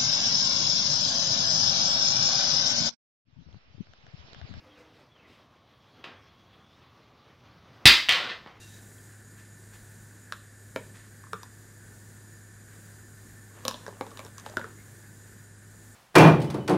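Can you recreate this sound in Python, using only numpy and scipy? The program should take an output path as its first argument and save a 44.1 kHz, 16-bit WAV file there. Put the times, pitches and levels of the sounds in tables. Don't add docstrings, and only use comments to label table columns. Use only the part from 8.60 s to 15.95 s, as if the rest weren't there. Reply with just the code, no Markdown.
import sys
import numpy as np
from scipy import signal
from scipy.fft import rfft, irfft
from scipy.io import wavfile
from scipy.ndimage import uniform_filter1d

SR = 44100
rng = np.random.default_rng(int(sys.argv[2]) if len(sys.argv) > 2 else 0)


def invert_db(level):
    return 10 ** (np.asarray(level, dtype=float) / 20)


def log_audio(samples):
    frames = np.atleast_2d(samples).T
    limited = np.clip(frames, -1, 1)
    pcm = np.round(limited * 32767).astype(np.int16)
    wavfile.write(sys.argv[1], SR, pcm)


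N = 324135

# start_s, wall_db, wall_pitch_hz, rim_crack_db, wall_t60_s
KNOCKS = [(1.7222, -19.5, 1220, -23.5, 0.0066), (2.16, -27, 1380, -25.5, 0.013),
          (2.7311, -19, 1200, -26.5, 0.017), (5.051, -30, 1110, -19, 0.02602),
          (5.063, -33, 834, -50, 0.016), (5.1101, -27.5, 1000, -25.5, 0.016),
          (5.142, -36, 1000, -42, 0.02706), (5.4093, -23.5, 774, -29.5, 0.019),
          (5.465, -37, 878, -40, 0.01595), (5.5064, -49.5, 781, -39, .02), (5.5139, -45, 1130, -44, .035),
          (5.5721, -36.5, 1090, -31.5, 0.00962), (5.5917, -35, 1096, -30.5, 0.02085),
          (5.6004, -36, 1095, -40, 0.01461), (5.6638, -42.5, 1130, -39, 0.01378),
          (5.8615, -28, 816, -32, 0.016), (5.936, -43.5, 750, -56, .03), (5.969, -18.5, 1450, -22.5, 0.023),
          (5.9935, -33.5, 888.2, -36, 0.02008), (6.0127, -30, 1489, -54, 0.01755)]
# start_s, wall_db, wall_pitch_hz, rim_crack_db, rim_pitch_hz
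CLINKS = [(2.464, -51, 1170, -55, 5000), (2.637, -41, 1080, -50, 6150), (2.6667, -44, 1100, -58, 4750),
          (2.831, -35, 1008, -30.5, 4470), (5.08, -20.5, 1050, -10.5, 4830),
          (5.2637, -35.5, 1587, -33.5, 5100), (5.2789, -33, 904.8, -39.5, 4900),
          (5.288, -39, 1060, -52, 4900), (5.309, -50.5, 1000, -58, 4900), (5.3249, -44.5, 894.1, -52, 6230),
          (5.6483, -42, 891.9, -34.5, 5623), (5.7807, -38.5, 1082, -31, 5770),
          (5.797, -43, 1160, -35, 5933), (5.897, -48, 780, -36, 6230), (5.9237, -46, 760, -46, 5940),
          (6.0418, -29.5, 1330, -44, 5720)]
# share_of_pitch, level_db, share_of_t60
WALL_MODES = [(1.0, 3, 0.79), (1.059, 4.5, 0.32), (0.8058, -19, 0.99)]
FAINT_DB = -19


def evened(x):
    return x / np.sqrt(np.mean(x ** 2) + 1e-20)


def read(points, hz):
    f, value = np.transpose(points)
    return np.interp(np.log(hz + 1), np.log(f + 1), value)


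def add(mix, s, sound):
    part = mix[round(s * SR):][:len(sound)]
    part += sound[:len(part)]


def level(rows):
    s, db = np.transpose(rows)[:2]
    return invert_db(np.interp(np.arange(N) / SR, s, db, -120, -120))


def stroke(start, end, db, rise_s, fall_s, faint_db):
    return level([
        (start - abs(rise_s), db + faint_db),
        (start, db),
        (end, db),
        (end + abs(fall_s), db + faint_db),
    ])


def coloured(points):
    hz = np.fft.rfftfreq(N, 1 / SR)
    return evened(irfft(rfft(rng.standard_normal(N)) * invert_db(read(points, hz)), N))


def slow(rate_hz):
    return evened(signal.lfilter(*signal.butter(2, 2 * rate_hz / SR), rng.standard_normal(N)))


def resonate(x, hz, width):
    turn = np.exp(2j * np.pi * np.cumsum(hz * np.ones(len(x))) / SR)
    r = np.exp(-np.pi * width / SR)
    return 2 * (turn * signal.lfilter([1 - r], [1, -r], x / turn)).real


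def ring(db, hz, modes, chance, stretch=0.94, spread=0.03, hardness=1.7):
    t = np.arange(SR // 5) / SR
    out = np.zeros(len(t))
    for k, ((share, mode_db, t60), luck) in enumerate(zip(sorted(modes), chance)):
        f = hz * share * (1 + spread * np.clip(luck, -1, 1) * (share != 1))
        rise = 1 - np.exp(-t * f * hardness)
        fall = invert_db(mode_db - 60 * t / (t60 * abs(stretch)))
        out += (-1) ** k * fall * np.sin(2 * np.pi * f * t) * rise
    return invert_db(db) * out


def contact(s, lag=0.00091):
    times = np.transpose(KNOCKS + CLINKS)[0]
    return times[np.argmin(abs(times - s))] + lag


def refrigerator():
    # pitch_hz, level_db
    motor_tones = [(102.8, -51.5), (205.6, -65), (244, -67.5)]
    # pitch_hz, width_hz, level_db
    fan_bands = [(1495.1, 91, -71), (1770.3, 28, -66), (1638.2, 383.97, -62.5), (4838.5, 93.05, -77),
                 (6890.4, 28.05, -70.5), (7085.3, 247.6, -70), (8230, 49.5, -72.5), (9012, 880, -74.5),
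                 (11030, 90, -83)]
    # pitch_hz, level_db (per Hz)
    air_colour = [(18, -40.5), (32, -10), (75, -12.5), (140, -7), (244, -15), (361, -14.5), (600, -23.5),
                  (1180, -27), (2900, -35.5), (3900, -31.5), (5210, -33), (7100, -24.5), (12000, -30.5),
                  (16600, -37.5), (17500, -70)]
    turns = np.cumsum(1 + 0.003856 * slow(1.09)) / SR
    motor = sum(invert_db(db + 1.5 + 0.48 * slow(5.7)) * np.sin(2 * np.pi * hz * turns) for hz, db in motor_tones)
    hiss = np.zeros(N)
    for hz, width, db in fan_bands:
        band = resonate(resonate(rng.standard_normal(N), hz, width), hz, 2 * width)
        hiss += invert_db(db + 1.469 * slow(8.9)) * evened(band)
    air = invert_db(-54.5 + 0.7503 * slow(1.5)) * coloured(air_colour)
    return motor + hiss + air


def spoon():
    # pitch_hz, width_hz, level_db
    dish_bands = [(3808.4, 190, 7.5), (4900, 300, -14.5), (5804, 839, 3)]
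    # time_s, pitch_hz, level_db
    squeak_path = [
        (6.16, 1950, -79),
        (6.2, 2152, -57.5),
        (6.23, 2207, -70),
        (6.28, 2110, -78),
    ]
    hold_s, end_s = 0.1742, 0.2779
    t = np.arange(N) / SR
    slips = rng.standard_normal(N) * invert_db(2.0 * slow(35))
    dish = np.zeros(N)
    for hz, width, db in dish_bands:
        dish += invert_db(db) * resonate(resonate(slips, hz, width), hz, 3 * width) / np.sqrt(width)
    haze = invert_db(2) * evened(resonate(resonate(slips, 3954, 3334), 4300, 3600))
    scrape = (evened(dish) + haze) * stroke(0, hold_s, -62.5, 1, end_s - hold_s, FAINT_DB)
    sag_hz = np.interp(t, [.06, .14], [2760, 2620])
    chime = evened(resonate(resonate(slips, sag_hz, 110), sag_hz, 300)) * invert_db(-61 - 60 * t / 0.7116)
    add(chime, .383, ring(-55, 3196, WALL_MODES, np.zeros(3), stretch=.02))
    s, hz, db = np.transpose(squeak_path)
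    glide_hz = np.interp(t, s, hz)
    squeak = evened(resonate(rng.standard_normal(N), glide_hz, 70)) * level(np.transpose([s, db]))
    return scrape + chime + squeak


def brushing():
    # start_s, peak_db, length_s
    brushes = [
        (0.783, -73, 0.1123),
        (1.135, -70.5, 0.0726),
        (2.354, -69, .14),
        (4.132, -75, 0.0657),
        (4.986, -77, 0.1305),
        (5.788, -68, 0.0402),
        (5.862, -65.5, 0.066),
        (6.68, -80, .1),
    ]
    # pitch_hz, level_db (per Hz)
    cloth_colour = [(350, -49), (600, -69), (753, -13), (1910, 0.5), (2340, -5.5), (5340, -13.5),
                    (7010, -11.5), (9000, -11), (11700, -36), (19800, -120)]
    slips = invert_db(2.5 * rng.standard_normal(N // 64 + 1)).repeat(64)[:N]
    strokes = sum(stroke(s, s, db, 0.01655, length, -14) for s, db, length in brushes)
    return evened(coloured(cloth_colour) * slips) * invert_db(15.0) * strokes


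def rocking():
    # start_s, end_s, level_db
    spells = [
        (4.965, 5.044, -55.5),
        (5.124, 5.67, -55),
        (5.852, 6.07, -53.5),
    ]
    # pitch_hz, level_db (per Hz)
    plate_colour = [(150, -14), (300, -4), (500, -0.5), (900, -7.5), (1300, -7), (2200, -16), (4000, -22),
                    (8000, -30), (14000, -60)]
    rise_s, fall_s = .12, 0.0853
    bumps = invert_db(3 * np.minimum(rng.exponential(1, N), 3)) * (rng.random(N) < 600 / SR)
    shapes = coloured(plate_colour)[:8 * 1024].reshape(8, 1024) * invert_db(-60 * np.arange(1024) / SR / 0.026)
    patches = np.zeros(N)
    for k, shape in enumerate(shapes):
        patches += signal.oaconvolve(bumps * (np.arange(N) % 8 == k), shape)[:N]
    strokes = sum(stroke(*row, rise_s, fall_s, FAINT_DB) for row in spells)
    return evened(patches) * invert_db(-2.5) * strokes


def tray():
    # start_s, thud_db, pitch_hz
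    thuds = [(2.16, -21.5, 507.8), (2.73, -39, 430), (5.05, -30.5, 533), (5.064, -47, 512),
             (5.08, -29, 525), (5.11, -51, 566.7), (5.14, -45, 592), (5.264, -47.5, 473.7),
             (5.28, -42.5, 400), (5.324, -50, 386.9), (5.41, -22.5, 490), (5.465, -51, 468.3),
             (5.59, -42.5, 578.6), (5.648, -48.5, 424), (5.862, -44.5, 517), (5.897, -48, 610),
             (5.969, -33, 231), (5.994, -42.5, 540), (6.043, -43.5, 422.3)]
    # share_of_pitch, level_db, share_of_t60
    tray_modes = [(1.0, 9.5, 0.6344), (0.5699, -7, 0.754), (1, -19, 2.9), (0.438, -1.5, 1.1367)]
    # blow_db, t60_s
    tray_t60 = [(-38.5, 0.0633), (-24, 0.01887)]
    # start_s, level_db, pitch_hz
    overtones = [(1.722, -22.5, 1624), (1.722, -52, 3930), (1.722, -45, 2422), (1.722, -45, 570.4),
                 (2.16, -24.5, 2260), (2.16, -34.5, 376), (2.16, -49, 139.9), (2.16, -30.5, 646),
                 (2.16, -30.5, 971.3), (2.16, -34, 2980), (2.731, -28, 1408), (2.16, -29.5, 1830),
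                 (2.16, -36, 264.8), (2.731, -37, 2332), (5.05, -37, 614), (5.08, -28, 2898),
                 (5.142, -27.5, 3504), (5.264, -36.5, 1031), (5.28, -34.5, 585), (5.41, -28.5, 1140),
                 (5.41, -37.5, 257.6), (5.41, -31, 2200), (5.572, -45, 2881), (5.592, -34, 2317),
                 (5.862, -39.5, 2908), (5.862, -38.5, 1190), (5.969, -30, 372), (5.969, -29.5, 620),
                 (5.969, -31, 990)]
    out, chance = np.zeros(N), rng.standard_normal((len(thuds), 4))
    for (s, db, hz), luck in zip(thuds, chance):
        t60 = np.interp(db, *np.transpose(tray_t60))
        add(out, contact(s), ring(db, hz, tray_modes, luck, stretch=t60))
    for s, db, hz in overtones:
        add(out, contact(s), ring(db, hz, WALL_MODES[:1], [1], stretch=24.4 / hz))
    return out


def rim(db, hz, chance, fall_db=11.0):
    # pitch_hz, level_db, t60_s
    rim_tones = [(2684.5, 6, 0.0034), (3380, -4, 0.0099), (3750, 4, 0.006578), (5040, -3, 0.011),
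                 (5900, -1.5, 0.013), (7000, -3.5, 0.013)]
    modes = [(f / hz, mode_db - fall_db * abs(np.log2(f / hz)), t60) for f, mode_db, t60 in rim_tones]
    return ring(db, hz, modes, chance, stretch=0.72, spread=0.05412)


def bowls():
    # start_s, level_db, pitch_hz
    singing = [
        (2.731, -37.5, 1190),
        (5.08, -45, 1014.5),
        (5.969, -50.5, 1432),
    ]
    dull_rim_hz, clink_t60_s = 3460, 0.017
    rows = [(*row, dull_rim_hz) for row in KNOCKS]
    rows += [(*row[:4], clink_t60_s, row[4]) for row in CLINKS]
    out, chance = np.zeros(N), rng.standard_normal((len(rows), 12))
    grit = rng.standard_normal((len(rows), 256))
    tick_fall = invert_db(-60 * np.arange(256) / SR / 0.009686)
    bright = signal.butter(2, [6500 / (SR / 2), 13000 / (SR / 2)], "band")
    for (s, db, hz, rim_db, t60, rim_hz), luck, g in zip(rows, chance, grit):
        s = contact(s)
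        add(out, s, ring(db + 4.5, hz, WALL_MODES, luck[:3], stretch=t60, hardness=3.8))
        add(out, s, ring(db - 7.5, 1613, WALL_MODES, luck[3:6], stretch=0.018, hardness=8.4))
        add(out, s, rim(rim_db - 2.5, rim_hz, luck[6:]))
        tick = signal.lfilter(*bright, g * tick_fall)
        add(out, s, invert_db(rim_db - 9.5) * tick)
    for s, db, hz in singing:
        add(out, contact(s), ring(db, hz, WALL_MODES[:1], [1], stretch=0.17))
    return out


def room(x):
    # pitch_hz, t60_s
    room_t60 = [(200, 0.6734), (600, 0.2625), (1500, 0.3109), (4000, 0.45), (10000, 0.33)]
    # pitch_hz, level_db
    wall_colour = [(200, -0.5), (1000, -2.5), (2000, -4), (3000, -1.5), (5500, -9), (10000, -7.5)]
    room_db, shifts_per_s = -9, 11
    taps = np.zeros((3, SR // 2))
    at = np.arange(round(.006 * SR), SR // 2 - 20, 20)
    places = at + rng.integers(0, 20, (3, len(at)))
    np.put_along_axis(taps, places, rng.choice([-1., 1.], (3, len(at))), 1)
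    hz, t, z = signal.stft(taps, SR, nperseg=256)
    dying = invert_db(-60 * t / read(room_t60, hz)[:, None])
    dying = dying + invert_db(15 - 60 * t / 0.035)
    tails = signal.istft(z * invert_db(read(wall_colour, hz))[:, None] * dying, SR, nperseg=256)[1]
    turn = shifts_per_s * np.arange(N) / SR + np.arange(3)[:, None] / 3
    spots = np.sqrt(2 / 3) * np.cos(np.pi * turn)
    echoes = signal.oaconvolve(x * spots, tails * invert_db(room_db) / np.linalg.norm(tails[0]), axes=1)
    return x + echoes.sum(0)[:N]


def scene():
    mono = refrigerator() + spoon() + brushing() + room(rocking() + tray() + bowls())
    return np.array([mono, mono])


def band_limit(x):
    return signal.sosfilt(signal.butter(12, 16670, fs=SR, output="sos"), x)


def record(dry):
    # pitch_hz, level_db (from its usual level)
    holes = [(7000, -10), (9000, -4.8), (12000, -2), (14000, -.3), (15700, .5), (15900, 9), (16600, 11)]
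    hz, t, z = signal.stft(dry, SR, nperseg=2048, noverlap=1024)
    power = uniform_filter1d(uniform_filter1d(abs(z) ** 2, size=2, axis=2), size=5, axis=1)
    band_db = 10 * np.log10(abs(power) + 1e-20)
    usual_db = np.median(band_db, axis=2, keepdims=True)
    strong = band_db > usual_db + read(holes, hz)[:, None]
    kept = strong | (hz < holes[0][0])[:, None]
    mix = signal.istft(z * kept, SR, nperseg=2048, noverlap=1024)[1][:, :N]
    return band_limit(mix)


dry = scene()
out = record(dry)
log_audio(out)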